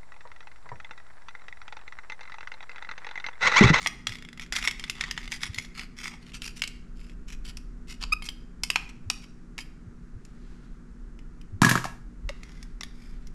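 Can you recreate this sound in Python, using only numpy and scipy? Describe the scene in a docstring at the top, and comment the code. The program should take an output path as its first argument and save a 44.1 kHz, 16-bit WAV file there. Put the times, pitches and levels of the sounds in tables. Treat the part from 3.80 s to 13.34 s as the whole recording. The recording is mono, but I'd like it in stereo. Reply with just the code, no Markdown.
"""A knife prises open an oyster over a steel kitchen sink, close to the microphone.
The shell snaps and crumbles at the hinge; each fracture, scrape or tap excites its damped modes.
Stick-slip friction makes the blade squeak once, and the steel rings as it springs free.
The loose lid bounces in the basin, exciting its plate modes, and the next oyster is picked up.
Soft bumps, a rustling sleeve and short reverberation lie over the low hum of the room."""
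import sys
import numpy as np
from scipy import signal
from scipy.fft import rfft, irfft
from scipy.io import wavfile

SR = 44100
rng = np.random.default_rng(int(sys.argv[2]) if len(sys.argv) > 2 else 0)


def dump_mix(stems):
    """Bounce the given channels to the path in sys.argv[1] as a 16-bit WAV at rate SR."""
    frames = np.atleast_2d(stems).T  # one column per channel
    limited = np.clip(frames, -1, 1)  # hard clip at full scale
    pcm = np.round(limited * 32767).astype(np.int16)
    wavfile.write(sys.argv[1], SR, pcm)


N = 420713


def gain_of(db):
    """Amplitude ratio of a level in decibels."""
    return 10 ** (np.asarray(db) / 20)

def unit_rms(x):
    """Normalisation to unit mean power."""
    return x / np.sqrt(np.mean(x ** 2) + 1e-20)

def curve_at(points, hz):
    """Interpolation on a logarithmic frequency axis."""
    f, value = np.transpose(points)
    return np.interp(np.log(hz + 1), np.log(f + 1), value)

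def clock(seconds):
    """Sample times from zero."""
    return np.arange(int(seconds * SR)) / SR

def wander(n, count):
    """Slow random modulation: n samples through count Gaussian points."""
    return np.interp(np.linspace(0, count - 1, n), np.arange(count), rng.standard_normal(count))

def add(mix, start, sound):
    """Superposition of a sound on the mix, from a start time in seconds."""
    part = mix[:, max(round(start * SR), 0):][:, :sound.shape[-1]]
    part += sound[..., :part.shape[1]]

def ring(modes, t, scatter_db, detune):
    """Free vibration: a sum of damped modes, excited a little differently at each contact."""
    hz, db, t60 = np.transpose(modes)[:, :, None]
    size, shift, sign = rng.standard_normal((3, len(modes), 1))
    amplitude = np.sign(sign) * gain_of(db + scatter_db * size - 60 * t / t60)
    return (amplitude * np.sin(2 * np.pi * hz * (1 + detune * shift) * t)).sum(0)

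def ports(x, apart):
    """Decorrelation: two microphone ports differ most in the fastest part of a sound."""
    diffuser = unit_rms(rng.standard_normal(25)) / np.sqrt(25)
    unlike = np.convolve(np.diff(x, prepend=0), diffuser)[:len(x)]
    return np.array([x + apart * unlike, x - apart * unlike])

def crossover(edges):
    """A bank of band-pass filters between neighbouring edges."""
    return [signal.butter(3, pair, "band", fs=SR, output="sos") for pair in zip(edges, edges[1:])]

def tilted(colour_db, edges, db, tilt, pivot_hz=3000):
    """Spectral tilt in dB per octave: a sharper contact favours the higher bands."""
    centres_hz = np.sqrt(np.multiply(edges[:-1], edges[1:]))
    return db + np.array(colour_db) + tilt * np.log2(centres_hz / pivot_hz)

def coloured(x, filters, levels_db, onset_s, spread_s):
    """Equalisation: the first onset_s of each band gets the energy of its level held for spread_s."""
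    bands = [signal.sosfilt(sos, x) for sos in filters]
    return sum(gain_of(db) * band * np.sqrt(spread_s * SR / np.sum(band[:int(onset_s * SR)] ** 2))
               for band, db in zip(bands, levels_db))


# Noise spectrum of the still room: f/Hz, relative spectral density/dB
ROOM_SPECTRUM = [(15, -2), (34, 2.5), (55, -8.5), (90, -23.5), (140, -13), (180, -17.5), (270, -20),
                 (400, -25.5), (550, -38.5), (900, -41), (1400, -35), (3200, -54), (7000, -52.5),
                 (12500, -65.5)]
# Swell of the rumble: t/s, gain/dB
RUMBLE_SWELL = [(0, -4.5), (.7, -1.5), (1.2, -1), (2.7, -1), (3.2, 4.5), (4.3, 5.5), (4.7, -1), (5.3, 1),
                (6.2, -3), (6.7, 1), (9.5, 4)]
# Appliance hum: f/Hz, level/dB
HUM_LINES = [(238.6, -55.5), (176.4, -57)]

def room_tone(noise_db=-41.5, side=0.25, hiss_edge_hz=12600, rumble_to_hz=70):
    """Ambient noise: a continuous spectrum of rumble and hiss, with two phase-modulated hum lines."""
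    hz, t = np.fft.rfftfreq(N, 1 / SR), np.arange(N) / SR
    shape = gain_of(curve_at(ROOM_SPECTRUM, hz)) / (1 + (hz / hiss_edge_hz) ** 40)
    air = gain_of(noise_db) * unit_rms(irfft(rfft(rng.standard_normal((2, N))) * shape, N))
    rumble = irfft(rfft(air) / (1 + (hz / rumble_to_hz) ** 4), N)
    swell = gain_of(np.interp(t, *np.transpose(RUMBLE_SWELL)))
    mid, wide = rumble * swell + (air - rumble)
    for line_hz, db in HUM_LINES:
        phase = 2 * np.pi * line_hz * t + 0.45 * wander(N, count=90)
        mid = mid + gain_of(db) * np.sqrt(2) * np.sin(phase)
    return np.array([mid + side * wide, mid - side * wide])


# Reverberation time of the kitchen: f/Hz, T60/s
REVERB_TIMES = [(150, 0.5), (500, 0.4), (1500, 0.51), (3000, 0.43), (6000, 0.48), (12000, 0.35)]
# Strength of its reverberation: f/Hz, gain/dB
REVERB_GAINS = [(150, -26.5), (600, -11), (1500, -9.5), (2800, -10.5), (6000, -13.5), (12000, -12)]

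def reverberation(x, side=0.48, reflection_s=0.013, reflection_db=-19):
    """Convolution with one early reflection and a diffuse tail whose decay depends on frequency."""
    mid, wide = rng.standard_normal((2, SR)) * (rng.random((2, SR)) < .1)
    arrivals = unit_rms(np.array([mid + side * wide, mid - side * wide]))
    hz, t, spectra = signal.stft(arrivals, SR, nperseg=256)
    t60 = curve_at(REVERB_TIMES, hz)[:, None]
    decay = gain_of(curve_at(REVERB_GAINS, hz)[:, None] - 60 * t / t60)
    unit_energy = np.sqrt(2 * np.log(1000) / (t60 * SR))
    response = signal.istft(spectra * decay * unit_energy, SR, nperseg=256)[1][:, :SR]
    response *= np.minimum(clock(1) / 0.001, 1)
    response[:, round(reflection_s * SR)] += gain_of(reflection_db)
    return signal.fftconvolve(x, response, axes=1)[:, :N]


# Swings of the arm: start t/s, end t/s, level/dB
ARM_SWINGS = [(6.35, 7.05, -65.5), (8.45, 9.0, -62.5), (9.0, 9.6, -65.5)]
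# Spectrum of rubbing cloth: f/Hz, relative spectral density/dB
CLOTH_SPECTRUM = [(300, -18), (900, -2), (1800, 0.5), (2700, -6), (4500, -7), (8000, -15.5), (13000, -26.5)]

def sleeve(patchy_db=2):
    """Friction noise of sleeve on jacket, swelling and fading with each swing."""
    out = np.zeros((2, N))
    for start, end, db in ARM_SWINGS:
        n = len(clock(end - start))
        shape = gain_of(curve_at(CLOTH_SPECTRUM, np.fft.rfftfreq(n, 1 / SR)))
        cloth = unit_rms(irfft(rfft(rng.standard_normal(n)) * shape, n))
        swing = np.sin(np.linspace(0, np.pi, n)) * gain_of(db + patchy_db * wander(n, count=25))
        add(out, start, ports(cloth * swing, apart=0.5))
    return out


# Bumps of hands and tray: t/s, f/Hz, peak level/dB, duration/s
SOFT_IMPACTS = [(0.268, 108, -36, 0.064), (1.688, 91, -28, 0.032), (1.762, 100, -36, 0.043),
                (5.257, 92, -30.5, 0.043), (6.062, 100, -34, 0.033), (6.343, 94.6, -36, 0.047),
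                (7.713, 94.7, -29.5, 0.069), (8.417, 42.1, -25.5, 0.082), (8.433, 79, -34.5, 0.052),
                (8.488, 568, -32, 0.025)]

def bumps():
    """Soft impacts: a smooth, brief pulse has a dull spectrum and leaves no ringing."""
    out = np.zeros((2, N))
    for start, hz, db, duration in SOFT_IMPACTS:
        t = clock(duration)
        add(out, start, gain_of(db) * np.hanning(len(t)) * np.sin(2 * np.pi * hz * t))
    return out


# Bending modes of the basin's floor and walls: f/Hz, level/dB, T60/s
FLOOR_MODES = [(127.9, 2, 0.36), (169.6, -9.5, 0.26), (208, -3.5, 0.135), (246, 2.5, 0.28),
               (284.5, 1.5, 0.099), (354, -10.5, 0.37)]
WALL_MODES = [(672, -11.5, 0.275), (815, -23, 0.27), (934, -1.5, 0.2), (988, -10, 0.3), (1084, -4, 0.22),
              (1147, -7.5, 0.25), (1234, -9.5, .28), (1317, -6, 0.23), (1390, -14, 0.37), (1640, 6.5, 0.15),
              (1678, 4, 0.16), (1730, -8.5, 0.24), (1850, -9, .28), (2300, -9, 0.22), (2730, -12, 0.27),
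              (5400, -12, 0.078), (7000, -3.5, 0.09)]
# Band edges of the basin, the lowest band being the boom: f/Hz
BASIN_EDGES = [108, 400, 2500, 7000, 15000]
# Spectrum of a bounce in the bands above the boom: level/dB
BOUNCE_SPECTRUM = [-0.6, -9, -15]
# Bounces of the lid: t/s, level/dB, boom level/dB, tilt/(dB/octave), clack f/Hz
LID_BOUNCES = [(7.8177, -11, -7, 1.2, 970), (7.832, -15, -24.5, -1.9, 1280), (7.847, -10, -11.5, 0.8, 1730),
               (7.8653, -18.5, -15.5, 0, 1080), (7.8891, -20, -40, -1.5, 1640), (7.893, -12, -34, 3, 1660),
               (7.9122, -13.5, -15.5, 0.5, 1680), (7.954, -17.5, -19, -1.8, 1290),
               (7.976, -23, -24, -1.8, 1620), (8.0423, -25, -48, 0.5, 1230),
               (8.0536, -27.5, -30.5, -2, 780)]

def lid_in_basin(knock_s=0.0078, clack_s=0.0023, shimmer_s=0.047, dent_hz=190, dent_s=0.0075, gain_db=-1):
    """Impact on a thin plate: the lid knocks and clacks; the steel dents, springs back and rings."""
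    out, t, filters = np.zeros((2, N)), clock(.6), crossover(BASIN_EDGES)
    floor = sum(gain_of(db - 60 * t / t60) * np.sin(2 * np.pi * hz * t) for hz, db, t60 in FLOOR_MODES)
    dent = np.sin(2 * np.pi * dent_hz * t) * np.exp(-t / dent_s)
    flexure = 0.83 * unit_rms(floor) + 0.68 * unit_rms(dent)
    for start, db, boom_db, tilt, clack_hz in LID_BOUNCES:
        contact, sheet = rng.standard_normal((2, len(t)))
        walls = unit_rms(ring(WALL_MODES, t, scatter_db=1.5, detune=0.0027))
        knock = unit_rms(contact * np.exp(-t / knock_s))
        clack = unit_rms(np.sin(2 * np.pi * clack_hz * t) * np.exp(-t / clack_s))
        shimmer = unit_rms(sheet * np.exp(-t / shimmer_s))  # closely spaced higher modes
        blow = flexure + .8 * walls + knock + 1.08 * clack + 0.62 * shimmer
        levels_db = [boom_db, *tilted(BOUNCE_SPECTRUM, BASIN_EDGES[1:], db, tilt)]
        blow = coloured(blow, filters, levels_db, onset_s=.012, spread_s=.005)
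        add(out, start, ports(blow, apart=0.42))
    return gain_of(gain_db) * out


# Modes of the steel blade: f/Hz, level/dB, T60/s
BLADE_MODES = [(2160, -8.5, .2), (3160, 0, 0.091), (4274, -19, 0.23), (4900, -2.5, 0.092),
               (10640, -14.5, 0.132), (11990, -23, .3), (13000, -17, 0.15)]
# The blade springs free: t/s, level/dB, factor on T60
BLADE_RELEASES = [(2.836, -41, 0.96), (2.876, -71, 0.73), (4.423, -36, 0.52), (4.4885, -24, 0.17),
                  (5.805, -40, 0.8)]

def blade_twangs():
    """Free vibration of the released blade; any remaining contact with the shell adds damping."""
    out, t = np.zeros((2, N)), clock(.4)
    for start, db, freedom in BLADE_RELEASES:
        modes = [(hz, mode_db, t60 * freedom) for hz, mode_db, t60 in BLADE_MODES]
        twang = ring(modes, t, scatter_db=-3.5, detune=0.0037)
        add(out, start, gain_of(db) * ports(twang, apart=.25))
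    return out


# Spectrum of the squeak: harmonic number, level/dB
SQUEAK_HARMONICS = [(1, -10.5), (2, -3.5), (3, -25.5), (4, -13.5), (5, -29), (6, -30), (7, -29), (8, -33),
                    (9, -30), (10, -38)]

def squeak(start=4.3205, length_s=.017, attack_s=.006, release_s=0.0018, rough=.09, level_db=-17.5):
    """Stick-slip oscillation of the blade on wet shell: some twenty cycles in one rising chirp."""
    out, t = np.zeros((2, N)), clock(length_s)
    base_hz, sag, grip_s, glide_hz_per_s = 1232, .1, 0.00263, 3000
    # The pitch climbs quickly as the blade takes hold, then slowly.
    hz = base_hz * (1 - sag * np.exp(-t / grip_s)) + glide_hz_per_s * t
    cycles = np.cumsum(hz) / SR
    swell = np.minimum(t / attack_s, 1) * np.minimum((length_s - t) / release_s, 1)
    tone = sum(gain_of(db) * np.cos(2 * np.pi * k * cycles) for k, db in SQUEAK_HARMONICS)
    chirp = unit_rms(tone) + rough * rng.standard_normal(len(t))
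    add(out, start, ports(gain_of(level_db) * swell * chirp, apart=.2))
    return out


# Lower and higher sets of modes of the hand-held oyster: f/Hz, level/dB, T60/s
LOWER_MODES = [(884, -11, 0.014), (1214, -2, 0.015), (1988, -6.5, 0.03), (2168, -4, 0.026),
               (2780, -6.5, 0.012), (3463, -8, 0.024), (5005, -4.5, 0.02), (5450, -11.5, 0.034),
               (6080, -21, 0.016), (7570, -13.5, 0.034), (9700, -11, 0.031)]
HIGHER_MODES = [(1010, -9, 0.017), (1310, -5.5, .016), (1560, -19.5, 0.023), (2297, -4, 0.029),
                (2647, -2.5, 0.0287), (2978, -3, 0.02), (3520, -12, 0.0061), (4660, -6, 0.022),
                (4940, -2, 0.027), (5570, 0.5, 0.02), (6800, -6.5, 0.01), (7550, -9.5, 0.04),
                (8840, -9, 0.019), (10900, -14.5, .01)]

def shell_ring(start, t, scatter_db, detune, higher_ring_from_s=2.45, next_oyster_s=8.3):
    """Resonance: the shell rings higher from partway through the prying until the next oyster."""
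    modes = HIGHER_MODES if higher_ring_from_s <= start < next_oyster_s else LOWER_MODES
    return unit_rms(ring(modes, t, scatter_db, detune))


# Band edges for all shell spectra: f/Hz
SHELL_EDGES = [720, 1600, 4000, 7000, 15000]

def shell_clicks(rows, colour_db, crunch, crunch_s, detune, spot_db, spot_s, apart, gain_db):
    """Impulse response of shell: a crunch of grains, hand-damped modes and the struck spot's note."""
    out, t, filters = np.zeros((2, N)), clock(.04), crossover(SHELL_EDGES)
    for start, db, tilt, spot_hz in rows:
        grains = unit_rms(rng.standard_normal(len(t)) * np.exp(-t / crunch_s))
        body = shell_ring(start, t, scatter_db=1.5, detune=detune) + crunch * grains
        levels_db = tilted(colour_db, SHELL_EDGES, db, tilt)
        body = coloured(body, filters, levels_db, onset_s=.007, spread_s=.005)
        spot = gain_of(db + spot_db) * np.sin(2 * np.pi * spot_hz * t) * np.exp(-t / spot_s)
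        add(out, start, ports(body + spot, apart))
    return gain_of(gain_db) * out


# Blade or hand dragged over shell: start t/s, end t/s, level/dB, tilt/(dB/octave)
SCRAPE_STROKES = [(0, 0.072, -43.5, -1), (0.27, 0.39, -51, 0), (0.595, 0.653, -48, -1),
                  (0.72, 0.804, -34.5, -0.5), (0.801, 0.9, -35.5, -1.5), (0.93, 1.135, -56.5, -1.5),
                  (1.13, 1.345, -49, -5), (1.359, 1.48, -54, -1), (1.485, 1.581, -44.5, 1.7),
                  (1.6, 1.687, -41, 1), (1.721, 1.902, -56, 3.3), (1.937, 2.06, -45, -2),
                  (2.16, 2.32, -42, -0.5), (2.284, 2.388, -53, -4), (2.39, 2.54, -60.5, -0.5),
                  (2.528, 2.583, -46, 0.3), (2.608, 2.721, -44, 2), (2.751, 2.813, -50.5, 2.5),
                  (3.146, 3.348, -65.5, 3), (3.472, 3.557, -50, 1), (3.643, 3.717, -48, 2),
                  (4.069, 4.154, -48, 1.7), (4.199, 4.248, -46, -1.7), (4.437, 4.479, -45.5, 3.5),
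                  (5.086, 5.108, -52.5, 1), (5.418, 5.449, -53.5, -0.8), (5.784, 5.83, -51, 2.8),
                  (8.558, 8.855, -62.5, -2), (9.082, 9.383, -65, 1)]
# Band spectrum of a scrape: level/dB
SCRAPE_SPECTRUM = [-9.5, 0.5, -1, -10]

def scraping(grains_per_s=750, spots=3, grain_db=5.0, clump_db=1.5, rub=.07, grit_s=0.0027, gain_db=-1):
    """Sliding friction: random catches on clumps of grains form an impulse train that rings the shell."""
    out, t, filters = np.zeros((2, N)), clock(.02), crossover(SHELL_EDGES)
    for start, end, db, tilt in SCRAPE_STROKES:
        n = len(clock(end - start))
        clumps = gain_of(clump_db * wander(n, count=n // 450 + 3))
        pressure = np.sin(np.linspace(0, np.pi, n)) * clumps
        stroke = 0
        for _ in range(spots):  # each spot of contact has its own colour
            size = gain_of(grain_db * np.minimum(rng.exponential(1, n), 3.5)) * rng.choice([-1, 1], n)
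            caught = rng.random(n) < grains_per_s / spots / SR
            force = unit_rms(size * caught) + rub * rng.standard_normal(n)
            body = shell_ring(start, t, scatter_db=4, detune=0.061)
            grit = unit_rms(rng.standard_normal(len(t)) * np.exp(-t / grit_s))
            stroke = stroke + signal.fftconvolve(force * pressure, body + 0.72 * grit)
        levels_db = tilted(SCRAPE_SPECTRUM, SHELL_EDGES, db, tilt)
        stroke = coloured(stroke, filters, levels_db, onset_s=1, spread_s=n / SR)
        add(out, start, ports(stroke, apart=0.37))
    return gain_of(gain_db) * out


# The knife leans on the shell: start t/s, end t/s, level/dB
KNIFE_PUSHES = [(0.0, 0.05, -43), (0.309, 0.71, -40.5), (1.031, 1.48, -44.5), (1.66, 1.85, -40.5),
                (2.439, 2.53, -47.5), (3.17, 3.35, -54)]
# Band spectrum of a slip: level/dB
SLIP_SPECTRUM = [-12.5, -0.5, -8.5, -18.5]

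def knife_slips(gap_s=.03, jitter=0.46, scatter_db=4, tilt=0.8, spot_hz=2180):
    """Slow stick-slip: under steady load the tip lets go at roughly even gaps, each a faint click."""
    rows = []
    for start, end, db in KNIFE_PUSHES:
        gaps, sizes = rng.standard_normal((24, 2)).T
        times = start + np.cumsum(gap_s * np.exp(jitter * gaps)) - gap_s / 2
        rows += [(s, db + scatter_db * size, tilt, spot_hz) for s, size in zip(times, sizes) if s < end]
    return shell_clicks(rows, SLIP_SPECTRUM, crunch=0.89, crunch_s=0.0032, detune=.03,
                        spot_db=5.5, spot_s=0.0012, apart=0.3, gain_db=-1)


# Light blows of blade and shell on shell: t/s, level/dB, tilt/(dB/octave), spot f/Hz
SHELL_TAPS = [(3.7708, -40.5, 3, 5610), (4.2268, -35.5, -2.5, 4670), (4.2376, -32, -3.5, 4680),
              (4.4225, -40, -1, 2210), (4.4896, -37.5, 2, 5010), (4.8352, -24.5, 2.5, 5420),
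              (4.9021, -22.5, 1.5, 2710), (4.9586, -19.5, -4, 2450), (5.3007, -21, 0.5, 5560),
              (5.7803, -36.5, 1, 2690), (5.788, -35.5, -1, 2310), (6.4509, -54, 4, 7070),
              (7.3908, -55, -2.5, 2430), (7.6137, -54.5, 1, 3000), (8.4914, -33, -3.5, 2730),
              (8.633, -45, -0.5, 2440), (8.8279, -45.5, 2.0, 5420), (9.0093, -36, -3, 5590),
              (9.0335, -36, 0.5, 3620), (9.471, -53.5, 4, 5790)]
# Band spectrum of a tap: level/dB
TAP_SPECTRUM = [-8.5, 0.5, 0.5, -8]

def shell_taps():
    """Hard impact: a short contact strongly excites the local resonance of the struck spot."""
    return shell_clicks(SHELL_TAPS, TAP_SPECTRUM, crunch=1.1, crunch_s=0.0037, detune=.04,
                        spot_db=14, spot_s=.0011, apart=0.35, gain_db=-2.0)


# Cracks under the prying knife: t/s, level/dB, tilt/(dB/octave), spot f/Hz
SHELL_CRACKS = [(0.061, -22, -8.5, 1990), (0.0709, -20.5, 2.5, 2220), (0.2696, -21.5, -0.5, 2220),
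                (0.2932, -34, 0.0, 2120), (0.7237, -23.5, 0.5, 2230), (0.73, -31, 0, 2190),
                (0.7635, -23, 0.5, 3550), (0.8262, -31, -3, 2060), (0.875, -18.5, -1, 2190),
                (0.8821, -22.5, -1, 2150), (0.9109, -30, 2, 2180), (0.9959, -34, 1.5, 2330),
                (1.0396, -30.5, -1, 2240), (1.0977, -26.5, 5, 2710), (1.2095, -23, -0.5, 2330),
                (1.2383, -28.5, -4, 2240), (1.3109, -26.5, 1.5, 4900), (1.3767, -27, -5.5, 2240),
                (1.5193, -29.5, 3, 3200), (1.5256, -31, -2, 2370), (1.6331, -25.0, -3.5, 5000),
                (1.745, -35.5, 3.5, 3640), (1.7847, -26.5, 1.5, 2170), (1.9945, -33.5, -2, 2170),
                (2.2565, -36.5, -9, 2220), (2.5494, -40.5, 5, 5150), (2.6196, -33.5, 3.5, 3060),
                (2.6774, -34, 2, 5570), (2.8195, -22.5, 0.5, 2790), (2.8377, -26, 0.5, 2780),
                (2.8759, -36.5, 7, 2770)]
# Band spectrum of a crack: level/dB
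CRACK_SPECTRUM = [-15.5, 0, -4, -15.5]

def shell_snaps():
    """Brittle fracture: each crack releases strain as an impulse that rings the shell."""
    return shell_clicks(SHELL_CRACKS, CRACK_SPECTRUM, crunch=0.98, crunch_s=0.0035, detune=0.049,
                        spot_db=6, spot_s=0.0018, apart=0.28, gain_db=-0.9)


def scene(squeak_echo_db=-7, basin_echo_db=-3):
    """Direct plus reverberant sound; squeak and clatter are drier, with less echo than the shucking."""
    room, chirp, clatter = room_tone(), squeak(), lid_in_basin()
    shucking = scraping() + blade_twangs() + shell_taps() + shell_snaps() + knife_slips()
    echo = reverberation(shucking + gain_of(squeak_echo_db) * chirp + gain_of(basin_echo_db) * clatter)
    return shucking + chirp + clatter + echo + bumps() + sleeve() + room


# Imbalance of the microphone ports: f/Hz, left minus right level/dB
PORT_BALANCE = [(30, -3.5), (120, -0.5), (300, -0.5), (700, 1.5), (2500, -0.1), (5000, -0.1), (9000, 1.5),
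                (13000, 4.5)]
# Microphone response: f/Hz, gain/dB
MIC_RESPONSE = [(20, -1.5), (9000, -0.5), (11500, -2.5), (13000, -11.5), (14500, -18.5), (16000, -25)]

def record(dry, left_lag_s=.000013, band_limit_hz=15800):
    """Linear filtering: level and time differences between the ports, treble roll-off, a band limit."""
    hz = np.fft.rfftfreq(N, 1 / SR)
    left = gain_of(curve_at(PORT_BALANCE, hz) / 2) * np.exp(-1j * np.pi * hz * left_lag_s)
    pair = irfft(rfft(dry) * np.array([left, 1 / left]) * gain_of(curve_at(MIC_RESPONSE, hz)), N)
    lowpass = signal.firwin(511, band_limit_hz, window=("kaiser", 9), fs=SR)
    return signal.oaconvolve(pair, lowpass[None], "same")


dry = scene()
out = record(dry)
dump_mix(out)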